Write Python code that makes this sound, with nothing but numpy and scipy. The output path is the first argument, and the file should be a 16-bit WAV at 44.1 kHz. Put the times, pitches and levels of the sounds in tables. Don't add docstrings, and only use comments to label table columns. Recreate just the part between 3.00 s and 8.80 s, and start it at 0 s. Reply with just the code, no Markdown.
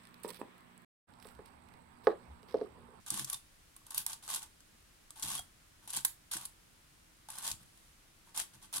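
import sys
import numpy as np
from scipy import signal
from scipy.fft import rfft, irfft
from scipy.io import wavfile
from scipy.ndimage import uniform_filter1d

SR = 44100
rng = np.random.default_rng(int(sys.argv[2]) if len(sys.argv) > 2 else 0)


def wav_out(sig):
    wavfile.write(sys.argv[1], SR, np.round(np.clip(np.atleast_2d(sig).T, -1, 1) * 32767).astype(np.int16))


N = 255780
TIME = np.arange(N) / SR

# (frequency [Hz], level [dB per Hz])
FLOOR_SPECTRUM = [(12, -49), (20, 0), (49, -4.5), (81, -6.5), (134, -9.5), (168, -11), (285, -15.5),
                  (319, -12.5), (357, -18.5), (446, -21.5), (849, -22), (1330, -20), (7110, -25.5),
                  (9400, -24.5), (16000, -34)]
# (frequency [Hz], likeness [0-1])
FLOOR_LIKENESS = [(60, 0.97), (150, 0.7), (400, 0), (1200, 0), (3000, 0.05), (15000, 0.05)]
# (time [s], level [dB], piece pitch [Hz], body knock re level [dB], left minus right [dB])
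SNAPS = [(0.0635, -44.5, 8000, -13, -6), (0.1038, -27, 8360, -25.5, -1.5), (0.1415, -34.5, 8750, -16, -4),
         (0.175, -35.5, 8500, -11, 2), (0.195, -32.5, 8200, -13.5, -3), (0.2455, -33.5, 8200, -38, 0),
         (0.2996, -31, 9400, -44, -2), (0.3304, -35, 10400, -17.5, 12.5), (0.3434, -40, 8000, -30, -11),
         (0.7644, -48, 10500, -16.5, -1), (0.8671, -50, 9640, -13, -1), (0.906, -43, 9600, -19, 4),
         (0.9457, -33.5, 10500, -22, 0.5), (0.9789, -25, 12600, -38, -1.5), (1.0644, -27, 10280, -21, -1.5),
         (1.1037, -45, 10000, -12.5, 1), (1.1316, -37, 8100, -19, -3), (1.2783, -41, 7600, -11, 0),
         (1.3018, -35, 9000, -12, 1), (1.3467, -31.5, 8650, -24, -4), (1.3601, -33.5, 10000, -17, 0),
         (1.429, -42, 8700, -14, -3), (1.605, -56.5, 7200, -15, 1), (2.106, -44.5, 8500, -21.5, -1.5),
         (2.2244, -36, 8300, -23, 7), (2.2298, -32.5, 6200, -21.5, -4.5), (2.3032, -36, 8614, -11, -1),
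         (2.3925, -37, 8500, -11.5, -3), (2.8762, -43, 8700, -13.5, 0), (2.904, -36, 9200, -25, -2),
         (2.9654, -30.5, 8800, -23, 4), (2.9714, -31.5, 9000, -20, -4), (3.0487, -26, 11000, -17, -13.5),
         (3.0503, -22.5, 10300, -25, 1.5), (3.3154, -35, 9800, -27, -3), (3.368, -35.5, 9000, -14.5, -2),
         (3.4539, -34.5, 9500, -36, 0), (4.287, -47, 8700, -13, -2), (4.385, -37, 9600, -18.5, -1),
         (4.442, -43, 8700, -28, 4), (4.4774, -31, 7200, -22, -1), (4.5149, -32, 7940, -30, 0.5),
         (5.376, -31, 8700, -21, -5.5), (5.399, -34.5, 9300, -16.5, 12), (5.728, -42, 9000, -14, -5),
         (5.7608, -34, 9350, -25, 1), (5.7815, -34, 9150, -16, 5)]
# (frequency [Hz], relative level [dB per Hz])
SNAP_SPECTRUM = [(200, -25), (1000, -17), (2300, -16.5), (3400, -4.5), (6000, -7), (8000, -5),
                 (10500, -2.5), (12500, -6), (15800, -12)]
# (frequency [Hz], level [dB], t60 [s])
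BODY_MODES = [(731, -8.5, 0.041), (862, -2, 0.021), (899.5, 4, 0.049), (955, -5.5, 0.041),
              (1119, 2.5, 0.055), (1243, -7.5, 0.024), (1481, 3, 0.02), (1736, -2.5, 0.018),
              (2180, -19, 0.01)]
# (start [s], length [s], scrape [dB], hollow body [dB], hand rumble [dB])
PUSHES = [(0.064, 0.03, -45, -54.5, -67), (0.107, 0.12, -39, -54, -53), (0.269, 0.044, -46, -54, -75),
          (0.316, 0.035, -41.5, -59, -70), (0.855, .04, -62, -67, -83), (0.904, 0.02, -47.5, -54.5, -80),
          (0.94, 0.073, -40, -56.5, -66.5), (1.068, 0.073, -44, -57, -72),
          (1.222, 0.049, -49.5, -62.5, -76), (1.283, 0.092, -36, -49.5, -67),
          (1.408, 0.035, -48.5, -58, -80), (2.154, 0.077, -50, -59.5, -69), (2.224, 0.16, -37, -53, -58),
          (2.819, 0.041, -61, -66, -68), (2.873, 0.05, -46.5, -62.5, -76),
          (2.926, 0.061, -35.5, -52.5, -63), (3.31, 0.045, -36, -51.5, -66),
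          (3.361, 0.092, -48.5, -57, -71), (4.284, 0.17, -47, -56, -72), (4.431, .084, -37.5, -52.5, -65.5),
          (4.588, 0.047, -61, -72, -70), (4.649, .28, -66.5, -85, -82), (5.262, 0.044, -63, -66, -84),
          (5.343, 0.031, -42, -52.5, -78), (5.368, 0.048, -35, -50.5, -66),
          (5.532, 0.022, -54.5, -64.5, -61), (5.614, .042, -52.5, -64, -70.5),
          (5.729, 0.05, -35, -50, -58.5)]
# (frequency [Hz], relative level [dB per Hz])
SCRAPE_SPECTRUM = [(200, -43), (600, -15), (2000, -11.5), (2700, -7.5), (3300, -2), (4800, -5.5),
                   (6500, -4), (8200, -2), (10200, 2.5), (11400, -3.5), (12600, -7.5), (15800, -23)]
# (frequency [Hz], width [Hz], relative level [dB])
HAND_RESONANCES = [(48, 30, -9.5), (89, 27, -17), (132, 13.8, 7.5), (196, 18.2, -2), (257, 30, -14),
                   (315, 12, -7)]
# (time [s], relative strength [dB])
JOLTS = [(0.118, -22), (2.244, -22), (2.976, -24), (3.357, -26.5)]
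# (time [s], pitch [Hz], level [dB], t60 [s])
THUMPS = [(0.122, 333, -50, 0.13), (0.14, 204, -49, 0.17), (2.244, 80, -49, 0.085),
          (2.396, 74.6, -51, 0.089), (3.353, 327, -49.5, 0.077), (4.513, 60.3, -47.5, 0.095),
          (4.540, 100, -45.5, 0.077), (4.612, 107, -51, 0.044)]
# (time [s], pitch [Hz], level [dB], t60 [s])
SPRINGS = [(0.331, 5980, -45.5, 0.082), (0.341, 3600, -39.5, 0.057), (2.227, 3350, -41.5, 0.04),
           (2.380, 3274, -43, 0.135)]
# (time [s], pitch [Hz], level [dB], t60 [s])
TOCKS = [(0.816, 1120, -59.5, .05), (2.106, 1160, -55, .04), (2.165, 895.4, -53.5, 0.06),
         (4.287, 872, -40, 0.044), (4.287, 1087, -64, 0.091), (5.273, 937, -57, 0.059)]
# (time [s], level [dB])
STOPS = [(1.0658, -28), (3.0497, -17), (5.4, -21.5)]
# (frequency [Hz], relative level [dB per Hz])
CLACK_SPECTRUM = [(150, -14.5), (500, -17), (1000, -5), (1500, -5), (2100, 10), (2900, -19.5), (4400, 8),
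                  (6000, -24), (15000, -32)]
# (frequency [Hz], t60 [s])
ROOM_DECAY = [(150, 0.29), (700, 0.25), (1800, 0.25), (4500, 0.23), (12000, 0.19), (16000, 0.28)]

LEAD_S = .0005
BITE_S, ARCH_DB, FASTEST_SHARE, RELEASE_DB_PER_S = 0.0032, 4, 0.67, 596
HAND_LAG_S = .012
CATCH_EVERY_S, CATCH_DB, CATCH_HZ, CATCH_KNOCK_DB = .028, -0.5, 8500, -16
CATCH_SPREAD_DB, CATCH_SPREAD_HZ, CATCH_PAN_DB = 4, 650, 0.5


def amp(db):
    return 10 ** (np.asarray(db) / 20)


def unit(x):
    return x / np.sqrt(np.mean(x ** 2) + 1e-20)


def read(points, hz):
    f, value = np.transpose(points)
    return np.interp(np.log(hz + 1), np.log(f), value)


def colour(x, points):
    size = x.shape[-1]
    gain = amp(read(points, np.fft.rfftfreq(size, 1 / SR)))
    return irfft(rfft(x) * gain, size)


def add(mix, s, sound):
    start = max(round(s * SR), 0)
    part = mix[..., start:][..., :sound.shape[-1]]
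    part += sound[..., :part.shape[-1]]


def convolve(x, response):
    return signal.oaconvolve(np.atleast_2d(x), np.atleast_2d(response), axes=1)[:, :N]


def ports(pair, likeness, count=2):
    c = np.clip(likeness, 0, 1)
    right = c * pair[0] + np.sqrt(1 - c * c) * pair[1]
    return np.array([pair[0], np.roll(right, count)])


def background(level_db=-63.5):
    a, b = rfft(rng.standard_normal((2, N)))
    c = np.clip(read(FLOOR_LIKENESS, np.fft.rfftfreq(N, 1 / SR)), 0, 1)
    pair = np.array([a, c * a + np.sqrt(1 - c * c) * b])
    noise = irfft(pair / np.sqrt(1 + c), N)
    return amp(level_db) * unit(colour(noise, FLOOR_SPECTRUM))


def tick(hz, decay, ring_db, width_hz, spectrum, likeness, size=1024):
    t = np.arange(size) / SR - LEAD_S
    neighbours = .13 * np.exp(-abs(t) / .0055)
    envelope = (t > 0) * (np.exp(-abs(t) / decay) + neighbours)
    burst = ports(rng.standard_normal((2, size)), likeness) * envelope
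    detuning = (np.fft.rfftfreq(size, 1 / SR) - hz) / width_hz
    ring = 1 + amp(ring_db) / (1 + detuning ** 2)
    sound = colour(irfft(rfft(burst) * ring), spectrum)
    return sound / np.linalg.norm(sound, axis=1, keepdims=True)


def knock(spread=0.023, uneven_db=7.5, port_turns=0.1):
    hz, db, t60 = np.transpose(BODY_MODES)[:, :, None]
    t = np.arange(4096) / SR
    detune, favour, place = rng.standard_normal((3, len(BODY_MODES), 1))
    phase = place + port_turns * rng.standard_normal((2, len(BODY_MODES), 1))
    envelope = amp(db + uneven_db * favour - 60 * t / t60)
    modes = envelope * np.sin(2 * np.pi * (hz * (1 + spread * detune) * t + phase))
    sound = modes.sum(1)
    return sound / np.linalg.norm(sound, axis=1, keepdims=True)


def turning(order):
    gain, t = np.zeros(N), np.arange(SR // 2) / SR
    lag = HAND_LAG_S * (order > 2)
    for start, length, *levels_db in PUSHES:
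        progress = np.interp(t / length, [0, FASTEST_SHARE, 1], [0, .5, 1])
        speed = np.sin(np.pi * progress)
        release_db = RELEASE_DB_PER_S * np.maximum(t - length, 0)
        db = levels_db[order - 1] - ARCH_DB * (1 - speed) - release_db
        add(gain, start + lag, np.minimum(t / BITE_S, 1) * amp(db))
    return gain


def catches():
    scrape, rows = turning(order=1), []
    for start, length, *_ in PUSHES:
        steps = np.arange(0, length, CATCH_EVERY_S)
        late = rng.random(len(steps))
        force, piece, side = rng.standard_normal((3, len(steps)))
        s = steps + start + CATCH_EVERY_S * late
        scrape_db = 20 * np.log10(np.interp(s, TIME, scrape) + 1e-9)
        db = scrape_db + CATCH_DB + CATCH_SPREAD_DB * force
        hz = CATCH_HZ + CATCH_SPREAD_HZ * piece
        rows += zip(s, db, hz, [CATCH_KNOCK_DB] * len(steps), CATCH_PAN_DB * side)
    return rows


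def clicks(snap_db=20, knock_db=24.0, bounce_db=-4, bounce_s=0.0022):
    out = np.zeros((2, N))
    for s, db, hz, body_db, pan_db in SNAPS + catches():
        gain = amp(db + snap_db) * amp([[pan_db / 2], [-pan_db / 2]])
        bounce_delay = bounce_s * rng.uniform(.5, 1.7)
        for delay, change_db in [(0, 0), (bounce_delay, bounce_db)]:
            snap = tick(hz, decay=.001, ring_db=11.5, width_hz=2300, spectrum=SNAP_SPECTRUM, likeness=0.28)
            add(out, s + delay - LEAD_S, amp(change_db) * gain * snap)
        add(out, s, amp(db + body_db + knock_db) * knock())
    return out


def contacts(per_s, spread_db):
    sizes = amp(spread_db * np.minimum(rng.exponential(1, N), 4)) * rng.choice([-1, 1], N)
    train = sizes * (rng.random(N) < per_s / SR)
    return train / np.sqrt(abs(uniform_filter1d(train ** 2, size=700)) + 0.0025)


def sliding(scrape_db=-4.0, body_db=-2, count=20):
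    train = contacts(per_s=1200, spread_db=1.5)
    piece = rng.integers(0, count, N)
    scrape, hollow = train * turning(order=1), train * turning(order=2)
    out = np.zeros((2, N))
    for k, hz in enumerate(np.linspace(3200, 13000, count)):
        ticks = tick(hz, decay=0.00055, ring_db=-10.0, width_hz=310, spectrum=SCRAPE_SPECTRUM, likeness=0.1)
        out += amp(scrape_db) * convolve(scrape * (piece == k), ticks)
        out += amp(body_db) * convolve(hollow * (piece == k), knock())
    return out


def hands(level_db=-1):
    hz = np.fft.rfftfreq(N, 1 / SR)
    ring = sum(amp(db) / (1 + 1j * (hz ** 2 - f ** 2) / (width * hz + 1e-9))
               for f, width, db in HAND_RESONANCES)
    ring = ring / (1 + (hz / 450) ** 4)
    ring = ring / np.sqrt(np.mean(abs(ring) ** 2))
    bumps = np.array([contacts(per_s=530, spread_db=3) for _ in range(2)])
    bumps = ports(bumps, likeness=0.68) * turning(order=3)
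    for s, db in JOLTS:
        add(bumps, s, amp([db]))
    return amp(level_db) * irfft(rfft(bumps) * ring, N)


def ringing(table, attack):
    out, t = np.zeros(N), np.arange(SR // 3) / SR
    for s, hz, db, t60 in table:
        envelope = amp(db - 60 * t / t60) * (1 - np.exp(-t / attack))
        add(out, s, envelope * np.sin(2 * np.pi * hz * t))
    return out


def stops():
    out = np.zeros((2, N))
    for s, db in STOPS:
        clack = tick(1650, decay=0.00048, ring_db=4, width_hz=180, spectrum=CLACK_SPECTRUM, likeness=0.52)
        add(out, s - LEAD_S, amp(db) * clack)
    return out


def room(x, early_db=-10, tail_db=-9, size=16384):
    t = np.arange(size) / SR
    taps = rng.choice([-1., 1.], (2, size)) * (rng.random((2, size)) < 5000 / SR)
    early = taps * (t > .002) * np.exp(-t / 0.0028)
    noise = rng.standard_normal((2, size)) * np.clip(t / 0.0024 - 1, 0, 1)
    hz, at, z = signal.stft(noise, SR, nperseg=256)
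    decay = amp(-60 * at / read(ROOM_DECAY, hz)[:, None])
    tail = signal.istft(z * decay, SR, nperseg=256)[1][:, :size]
    echoes = amp(early_db) * unit(early) + amp(tail_db) * unit(tail)
    return convolve(x, echoes / np.sqrt(size))


def scene():
    tones = ringing(THUMPS, attack=0.00093) + ringing(SPRINGS, attack=0.00038) + ringing(TOCKS, attack=0.00081)
    cube = clicks() + sliding() + hands() + tones + stops()
    return background() + cube + room(cube)


def record(dry):
    lowpass = signal.firwin(301, 16000, window=("kaiser", 8), fs=SR)
    return signal.oaconvolve(dry, lowpass[None], "same", axes=1)


dry = scene()
out = record(dry)
wav_out(out)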